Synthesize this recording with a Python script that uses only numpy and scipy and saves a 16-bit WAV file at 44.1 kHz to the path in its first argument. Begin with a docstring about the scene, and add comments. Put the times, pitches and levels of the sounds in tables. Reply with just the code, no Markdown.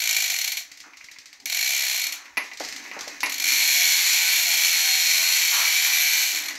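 """Rear wheel cranked by hand

A bicycle stands on the tiles of a small room, a phone's microphone close by, and its rear wheel is cranked by hand.
When the cranks rest, two freehub pawls drop over the ratchet teeth as filtered impacts: two short bursts, then a
long buzz that sinks as the wheel coasts. Pushes bring a rustle of tiny chain clicks, with ticks link by link, a
stronger drone of filtered noise from the frame, and knocks; twice the drive catches with a hard clack."""
import sys
import numpy as np
from scipy import signal
from scipy.fft import rfft, irfft, next_fast_len
from scipy.io import wavfile
from scipy.ndimage import uniform_filter1d, map_coordinates

SR = 44100
rng = np.random.default_rng(int(sys.argv[2]) if len(sys.argv) > 2 else 0)


def int16_out(signal):
    """Quantize to a 16-bit WAV file."""
    q = np.round(np.clip(np.atleast_2d(signal).T, -1, 1) * 32767)
    wavfile.write(sys.argv[1], SR, q.astype(np.int16))


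N = 290178
RING_SIZE = 16384  # samples in one contact or one filter response

# In every colour, mode and shade table the levels are relative: each filter is scaled to unit energy.

# The two short spins, hub close to the microphone: [t/s, rate/(pawl drops per s)]
FIRST_SPIN = [(0.002, 55.8), (0.15, 54.7), (0.28, 50.8), (0.36, 44.6), (0.42, 35.2)]
SECOND_SPIN = [(1.523, 40.7), (1.58, 46.5), (1.64, 62.5), (1.73, 70.4), (1.96, 62.4), (2.02, 43.5),
               (2.07, 34.2)]
# Single full drops of a pawl while the hub turns slowly: [t/s, approximate peak level/dB]
PAWL_DROPS = [(0.4429, -12.5), (0.4761, -12.5), (0.5192, -13.5), (0.5706, -14), (1.4572, -15),
              (1.4982, -14.5), (2.1231, -16), (3.2957, -17.5), (3.3206, -15.5), (3.3414, -17.5),
              (3.3807, -17.5), (3.399, -13), (3.4221, -15), (6.4367, -21), (6.4582, -20), (6.4838, -17.5)]
# Broad colour of the hub shell: [f/Hz, level/dB]
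HUB_COLOUR = [(100, -51), (290, -42.5), (530, -42), (690, -25), (1250, -25), (1600, -15.5), (3000, -9),
              (5000, -14), (5700, -6), (7300, -10.5), (9000, -23.5), (10200, -16.5), (12000, -18),
              (13600, -21.5), (15500, -22.5)]
# Resonances of the hub shell above that colour: [f/Hz, width/Hz, level/dB]
HUB_MODES = [(669, 80, 5.5), (1507, 46, 6), (1956, 204, 5.5), (2248, 215, 10), (2382, 166, 8),
             (3850, 87, 4), (4220, 65, 1.5), (4150, 410, 4.5), (4338, 238, 11), (5960, 110, 2),
             (7070, 87, 7), (11470, 180, 6.5), (12500, 380, 11.5), (12846, 336, 11.5)]
# Change of the hub's colour at low speed: [f/Hz, width/Hz, level/dB]
SLOW_SHADE = [(730, 130, 5), (1580, 260, -2.5), (2870, 110, 1), (4360, 370, -0.5)]


def freehub():
    """Spins and single drops ring one hub shell; the long buzz goes without the low-speed shade."""
    slow = spin(FIRST_SPIN, jitter_s=0.0003, scatter_db=1.5, hold_s=0.0643, room_db=0.1, ease_db=-0.5)
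    slow += spin(SECOND_SPIN, jitter_s=0.0003, scatter_db=0.5, hold_s=0.0728, room_db=0.0, ease_db=2)
    slow += hits(PAWL_DROPS, lambda: pawl_drop(room_db=-0.2), crest_db=18.0)
    fast = spin(long_spin(), jitter_s=0.00015, scatter_db=1.69, hold_s=0.2014, room_db=0.1, ease_db=9.5,
                waver=0.003)
    return body(slow, HUB_COLOUR, HUB_MODES + SLOW_SHADE) + body(fast, HUB_COLOUR, HUB_MODES)


COAST_START_S, CRANK_AGAIN_S, COAST_END_S = 3.441, 6.21, 6.42
WHEEL_RATE, FRICTION_PER_S = 181, 8  # wheel's speed at the start (teeth/s) and its loss (teeth/s per s)
CRANK_RATE, CRANK_STOP_S, CRANK_GAIN_PER_S = 115, 0.1, 510  # teeth/s, decay time s, teeth/s per s


def long_spin():
    """(s, pawl drops per s) rows, wheel less cranks: cranks stop, friction slows the wheel, cranks catch up."""
    s = np.linspace(COAST_START_S, COAST_END_S, 300)
    wheel = WHEEL_RATE - FRICTION_PER_S * (s - COAST_START_S)
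    stopping = CRANK_RATE * np.exp((COAST_START_S - s) / CRANK_STOP_S)
    cranking_again = CRANK_GAIN_PER_S * np.maximum(s - CRANK_AGAIN_S, 0)
    return np.column_stack([s, wheel - (stopping + cranking_again)])


BUZZ_DB, BUZZ_DB_PER_DOUBLING = -20, 2.5  # level going into the hub at WHEEL_RATE, and its growth with speed
EASE_S = 0.089  # time constant of the change in level toward the end of a spin


def spin(rows, jitter_s, scatter_db, hold_s, room_db, ease_db, waver=0):
    """Two pawls drop in turn, one drop a tooth, louder with speed; each fades to a new ring every hold_s."""
    s, rate = np.transpose(rows)
    t = np.arange(s[0], s[-1] + 0.01, 1 / SR)
    speed = np.interp(t, s, rate) * (1 + waver * wobble(6)[:len(t)])
    teeth = np.cumsum(speed) / SR
    times = np.interp(np.arange(int(teeth[-1]) + 1), teeth, t)
    rates = np.interp(times, s, rate)
    db = BUZZ_DB + BUZZ_DB_PER_DOUBLING * np.log2(rates / WHEEL_RATE)
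    db -= ease_db * np.exp((times - s[-1]) / EASE_S)
    sizes = amp(db) * np.sqrt(SR / rates)  # unit-energy drops at this rate then have rms amp(db)
    chance = rng.standard_normal((len(times), 2))
    turn = (times - s[0]) / hold_s
    rings = [(pawl_drop(room_db), pawl_drop(room_db)) for _ in range(int(turn[-1]) + 2)]
    track = np.zeros(N)
    for k, (late, strong) in enumerate(chance):
        old, pawl = int(turn[k]), k % 2
        blend = turn[k] % 1 * np.pi / 2
        ring = np.cos(blend) * rings[old][pawl] + np.sin(blend) * rings[old + 1][pawl]
        add(track, times[k] + jitter_s * late, sizes[k] * amp(scatter_db * strong) * ring)
    return track


def pawl_drop(room_db, bounce_s=0.0016, loss_db=1.35, count=5):
    """A pawl snaps into the next tooth and chatters there for a few milliseconds."""
    gaps = bounce_s * rng.uniform(0.5, 1.5, count - 1)
    delays = np.r_[0, np.cumsum(gaps)]
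    levels = -loss_db * np.arange(count) + rng.normal(0, 1.0, count)
    bounces = list(zip(delays, levels))
    return impact(crack_t60=0.0088, rattle_t60=0.027, rattle_db=-7, room_db=room_db, bounces=bounces)


# Low ring of the frame, read at each partial: [f/Hz, relative level/dB]
THROB_COLOUR = [(560, -28), (690, 4), (760, 0), (900, -3.5), (1050, 1), (1300, -8)]
THROB_DB = -55  # rms over the whole scene
THROB_SWELL_DB, THROB_JITTER_S = 5.5, 0.00022  # random spread of each partial's level and of the beat's timing


def throb():
    """At speed one pawl also knocks the frame, every second tooth: wavering partials follow the hub's rate."""
    rate = curve(long_spin())
    beat = rate / 2
    turns = np.cumsum(beat) / SR + THROB_JITTER_S * beat * wobble(31)

    def partial(k):
        level = amp(along(THROB_COLOUR, k * beat) + THROB_SWELL_DB * wobble(9))
        return level * np.sin(2 * np.pi * k * turns)

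    partials = sum(partial(k) for k in range(7, 14))
    return amp(THROB_DB) * unit((rate / WHEEL_RATE) ** 2 * partials)


# The drive catches and the chain knocks, close by: [t/s, approximate peak level of the knock/dB]
CLACKS = [(2.256, -34), (2.371, -14), (2.3753, -12), (2.515, -27.5), (2.851, -28), (2.914, -24),
          (3.232, -10), (3.267, -18.5), (6.507, -25.5)]
# Broad colour of the knocked frame: [f/Hz, level/dB]
CLACK_COLOUR = [(100, -49), (260, -10.5), (420, -12), (700, -9.5), (1050, -5.5), (1550, -11), (2000, -4.5),
                (2700, -4.5), (3400, -18), (4500, -12.5), (6400, -17), (7500, -33), (9000, -48),
                (15000, -32)]
# Resonances of the knocked frame: [f/Hz, width/Hz, level/dB]
CLACK_MODES = [(990, 110, 4.8), (1990, 230, 10.9), (2240, 170, 5.7), (2406, 78, 8.2), (2760, 380, 3.4)]
# Partials of the steel sprocket ring: [f/Hz, relative level/dB, t60/s]
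STEEL = [(10150, -1, 0.14), (10130, -1, 0.19), (10650, -12, .1), (11170, 3, .18), (11400, -1, .14),
         (11600, 0, .1), (12270, 1, .09)]


def clacks(waver=1.5):
    """The chain snaps taut: the frame knocks, and hard blows also ring the sprocket high above it."""
    knock = lambda: impact(crack_t60=0.0077, rattle_t60=0.082, rattle_db=2, room_db=0.0)
    knocks = hits(CLACKS, knock, crest_db=19.5)
    steel = np.zeros(N)
    t = np.arange(RING_SIZE) / SR
    # random phase drift, waver in radians
    blur = lambda: waver * map_coordinates(rng.standard_normal(80), [t * 160], mode="mirror")
    for s, db in CLACKS:
        ring = np.zeros(RING_SIZE)
        for hz, level, t60 in STEEL:
            decay = amp(level + rng.normal(0, 1.4) - 60 * t / t60)
            ring += decay * np.sin(2 * np.pi * hz * t + blur())
        add(steel, s, amp(2 * db - 16.5) * ring)  # the ring grows with the square of the blow
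    return body(knocks, CLACK_COLOUR, CLACK_MODES) + steel


# Pushes on the cranks: [start t/s, length/s, chain rustle level/dB, frame drone level/dB]
PUSHES = [(0.507, 0.85, -55, -71.5), (2.057, 0.21, -47.5, -64), (2.413, 0.079, -42, -67),
          (2.602, 0.55, -42.5, -54), (3.268, 0.31, -43, -57), (6.32, 0.29, -38.5, -53)]
PUSH_ATTACK_S, PUSH_RELEASE_S = 0.015, 0.1
# Broad colour of the chain: [f/Hz, level/dB]
CHAIN_COLOUR = [(200, -32.5), (380, -34), (550, -7.5), (1000, -6), (1450, -1), (2050, 6.5), (3300, -7.5),
                (4250, -1.5), (4900, -7.5), (6200, -1.5), (7700, -13.5), (9300, -24), (12800, -13.5),
                (14000, -44)]


def chain(links_per_s=200, spread_db=3):
    """During each push the rollers seat on the teeth in a rustle of tiny clicks."""
    seats = (rng.random(N) < links_per_s / SR) * amp(spread_db * rng.standard_normal(N))
    click = impact(crack_t60=0.023, rattle_t60=0.03, rattle_db=4.5, room_db=10.0)
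    rustle = signal.fftconvolve(seats, click)[:N]
    level = sum(amp(db) * swell(s, length, PUSH_ATTACK_S, PUSH_RELEASE_S) for s, length, db, _ in PUSHES)
    return level * unit(body(rustle, CHAIN_COLOUR))


# Stray light ticks of the drive: [t/s, approximate peak level/dB]
TICKS = [(0.716, -28.5), (0.7731, -31.5), (0.8028, -28.5), (2.9911, -25), (3.0087, -19.5), (3.0784, -21),
         (3.2051, -18.5), (3.2592, -17.5), (6.5525, -22)]
# Links ticking evenly onto the sprocket: [first t/s, last t/s, links, first level/dB, last level/dB]
# (peak levels before the mid-push swell)
TICK_RUNS = [(0.9707, 1.4005, 7, -32, -35), (2.5345, 2.7625, 7, -30, -22.5), (2.5990, 2.7155, 4, -21, -38)]
# Broad colour of a tick: [f/Hz, level/dB]
TICK_COLOUR = [(200, -13), (1000, -17), (2000, 2), (3400, -2), (4300, 5), (6400, 3), (7800, -5),
               (8200, -14.5), (11500, -16.5), (13000, -9.5), (13700, -30), (15500, -28)]
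# Resonances of a tick: [f/Hz, width/Hz, level/dB]
TICK_MODES = [(2160, 520, 5.1), (7640, 87, 4), (8700, 160, 13), (13000, 500, 3.5)]


def ticks():
    """Light contacts of the drive, stray or link by link, ring with a colour of their own."""
    tick = lambda: impact(crack_t60=0.039, rattle_t60=0.081, rattle_db=-6, room_db=-1.5)
    rows = TICKS + link_by_link(TICK_RUNS, swell_db=4)
    return body(hits(rows, tick, crest_db=16.5), TICK_COLOUR, TICK_MODES)


# Links knocking evenly onto the chainring: [first t/s, last t/s, links, first level/dB, last level/dB]
# (peak levels before the mid-push swell)
CHAINRING_RUNS = [(0.9335, 1.1615, 4, -35.5, -38)]
# One link is too light to shake the frame: [f/Hz, width/Hz, level/dB]
LINK_SHADE = [(600, 940, -16)]


def chainring():
    """Single links knock onto the chainring, like small, thin clacks."""
    knock = lambda: impact(crack_t60=0.034, rattle_t60=0.07, rattle_db=-4, room_db=-4.5)
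    knocks = hits(link_by_link(CHAINRING_RUNS, swell_db=0.8), knock, crest_db=20.5)
    return body(knocks, CLACK_COLOUR, CLACK_MODES + LINK_SHADE)


def link_by_link(runs, swell_db):
    """One (s, peak dB) row for each evenly spaced link, with a swell that peaks in mid-push."""
    rows = []
    for first, last, links, first_db, last_db in runs:
        for u in np.linspace(0, 1, round(links)):
            db = first_db + u * (last_db - first_db) + swell_db * np.sin(np.pi * u)
            rows.append((first + u * (last - first), db))
    return rows


# Dull bumps of the frame: [t/s, approximate peak level/dB]
BUMPS = [(2.604, -24.5), (2.965, -31), (3.072, -33)]
# Broad colour of the bumped frame: [f/Hz, level/dB]
BUMP_COLOUR = [(80, -32), (190, -14.5), (290, 0), (450, 0.5), (780, 4.5), (1000, -5.5), (2500, -10),
               (6000, -56)]


def bumps():
    """Soft blows on the frame, with little treble."""
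    bump = lambda: impact(crack_t60=0.056, rattle_t60=0.09, rattle_db=-9.0, room_db=-4.5)
    return body(hits(BUMPS, bump, crest_db=22.0), BUMP_COLOUR)


# The wheel brushes against something: [start t/s, length/s, level/dB]
BRUSHES = [(0.835, 0.021, -48.5), (1.695, 0.59, -51), (2.93, 0.084, -43), (5.18, 0.12, -43),
           (5.509, 0.12, -32.5), (5.852, 0.084, -41.5)]
BRUSH_RELEASE_S = 0.065
# Broad colour of the brushing tyre: [f/Hz, level/dB]
TYRE_COLOUR = [(300, -35.5), (580, -15.5), (750, -6.5), (1100, -0.5), (1550, -3), (2500, -6.5), (6000, -85)]


def tyre(attack_share=0.25):
    """Each brush of the wheel is coloured noise that swells and dies away."""
    level = sum(amp(db) * swell(s, length, attack_share * length, BRUSH_RELEASE_S) for s, length, db in BRUSHES)
    return level * rush(TYRE_COLOUR)


# Brief swells of the frame's drone: [start t/s, length/s, level before the waver/dB]
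HUMS = [(0.844, 0.033, -56.5), (1.384, 0.092, -60)]
# Broad colour of the droning frame: [f/Hz, level/dB]
FRAME_COLOUR = [(100, -39), (200, -12.5), (290, 5), (340, -5), (390, -4.5), (480, -15), (800, -6),
                (2000, -37.5)]
DRONE_DB = -62  # level at WHEEL_RATE, before the waver


def drone(waver_db=1.0):
    """The frame drones unevenly, in step with the hub's speed and more strongly under each push."""
    speed = (curve(FIRST_SPIN) + curve(SECOND_SPIN) + curve(long_spin())) / WHEEL_RATE
    pushed = sum(amp(db) * swell(s, length, PUSH_ATTACK_S, PUSH_RELEASE_S) for s, length, _, db in PUSHES)
    hums = sum(amp(db) * swell(s, length, attack_s=0.03, release_s=0.024) for s, length, db in HUMS)
    level = amp(DRONE_DB) * speed + pushed + hums
    return level * amp(waver_db * wobble(12)) * rush(FRAME_COLOUR)


# Broad colour of the low rumble: [f/Hz, level/dB]
RUMBLE_COLOUR = [(20, -18), (38, -4), (52, 8.5), (65, -8), (80, -1.5), (105, -4), (140, -8.5), (400, -15),
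                 (3000, -37)]
RUMBLE_DB, RUMBLE_GROWS = -70, 0.48  # rms level; dB of rumble per dB of the bicycle's noise


def rumble(bicycle, smooth_s=0.13):
    """A faint low rumble rises and falls with the bicycle's noise."""
    power = uniform_filter1d(bicycle ** 2, int(smooth_s * SR))
    loudness = np.sqrt(np.abs(power))
    return amp(RUMBLE_DB) * unit(loudness ** RUMBLE_GROWS * rush(RUMBLE_COLOUR))


# Reverberation of the small tiled room: [f/Hz, t60/s]
ROOM = [(200, 0.31), (2000, 0.26), (6000, 0.29), (13000, 0.19)]


def impact(crack_t60, rattle_t60, rattle_db, room_db, bounces=((0, 0),)):
    """A unit-energy contact: a crack per (delay s, dB) bounce, a rattle through the frame, the room's answer."""
    t = np.arange(RING_SIZE) / SR
    burst = lambda envelope: unit(rng.standard_normal(RING_SIZE) * envelope)
    cracks = sum((t >= delay) * amp(db - 60 * np.abs(t - delay) / crack_t60) for delay, db in bounces)
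    rattle = burst(amp(-60 * t / rattle_t60))
    # the room: noise that decays at its own pace in each band
    hz, when, bands = signal.stft(rng.standard_normal(RING_SIZE), SR, nperseg=256)
    bands = bands * amp(-60 * when / along(ROOM, hz)[:, None])
    tail = signal.istft(bands, SR, nperseg=256)[1][:RING_SIZE]
    tail = unit(tail * (1 - np.exp(-t / 0.0064)))
    sound = burst(cracks) + amp(rattle_db) * rattle + amp(room_db) * tail
    return sound / np.linalg.norm(sound)


def hits(rows, contact, crest_db):
    """A fresh contact for each (s, peak dB) row; crest_db is a contact's energy over its peak."""
    track = np.zeros(N)
    for s, db in rows:
        add(track, s, amp(db + crest_db) * contact())
    return track


def body(x, colour, modes=()):
    """Pass x through a causal filter of unit energy: a broad colour with resonances on it."""
    hz = np.fft.rfftfreq(RING_SIZE, 1 / SR)
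    db = along(colour, hz)
    for centre, width, rise in modes:
        db = db + rise / (1 + (2 * (hz - centre) / width) ** 2)
    # folding the cepstrum gives minimum phase
    cepstrum = irfft(np.log(amp(db)))
    cepstrum[1:RING_SIZE // 2] *= 2
    cepstrum[RING_SIZE // 2 + 1:] = 0
    response = irfft(np.exp(rfft(cepstrum)))
    return signal.fftconvolve(x, response / np.linalg.norm(response))[:N]


def rush(colour):
    """Coloured noise of rms 1."""
    return unit(body(rng.standard_normal(N), colour))


def wobble(rate):
    """A smooth random curve with rate knots a second."""
    s = np.linspace(0, N / SR, 4000)
    knots = rng.standard_normal(200)
    return np.interp(np.arange(N) / SR, s, map_coordinates(knots, [s * rate], mode="mirror"))


def swell(start, length, attack_s, release_s):
    """An envelope that rises, holds until start + length and dies away."""
    t = np.arange(N) / SR - start
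    return np.clip(t / attack_s, 0, 1) * np.exp(-np.maximum(t - length, 0) / release_s)


def curve(rows):
    """One value per sample from (s, value) rows, zero outside them."""
    return np.interp(np.arange(N) / SR, *np.transpose(rows), left=0, right=0)


def along(points, hz):
    """(Hz, value) points read on a log axis."""
    f, v = np.transpose(points)
    return np.interp(np.log(hz + 1), np.log(f + 1), v)


def amp(db):
    """Decibels to gain."""
    return 10 ** (np.asarray(db) / 20)


def unit(x):
    """Scale to rms 1."""
    return x / np.sqrt(np.mean(x ** 2) + 1e-20)


def add(track, s, sound):
    """Mix a sound into the track at time s."""
    start = int(np.clip(round(s * SR), 0, N - 1))
    track[start:start + len(sound)] += sound[:N - start]


def scene():
    """Hub, chain, frame and brushing wheel over a low rumble."""
    bicycle = freehub() + throb() + clacks() + chain() + ticks() + chainring() + bumps() + tyre() + drone()
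    return (bicycle + rumble(bicycle))[None]


TOP_HZ = 15650  # the phone's band limit


def record(dry):
    """The phone's microphone, close to the hub, keeps nothing above its band limit."""
    size = next_fast_len(N + SR // 2)
    kept = np.fft.rfftfreq(size, 1 / SR) < TOP_HZ
    return irfft(rfft(dry, size) * kept, size)[..., :N]


dry = scene()
out = record(dry)
int16_out(out)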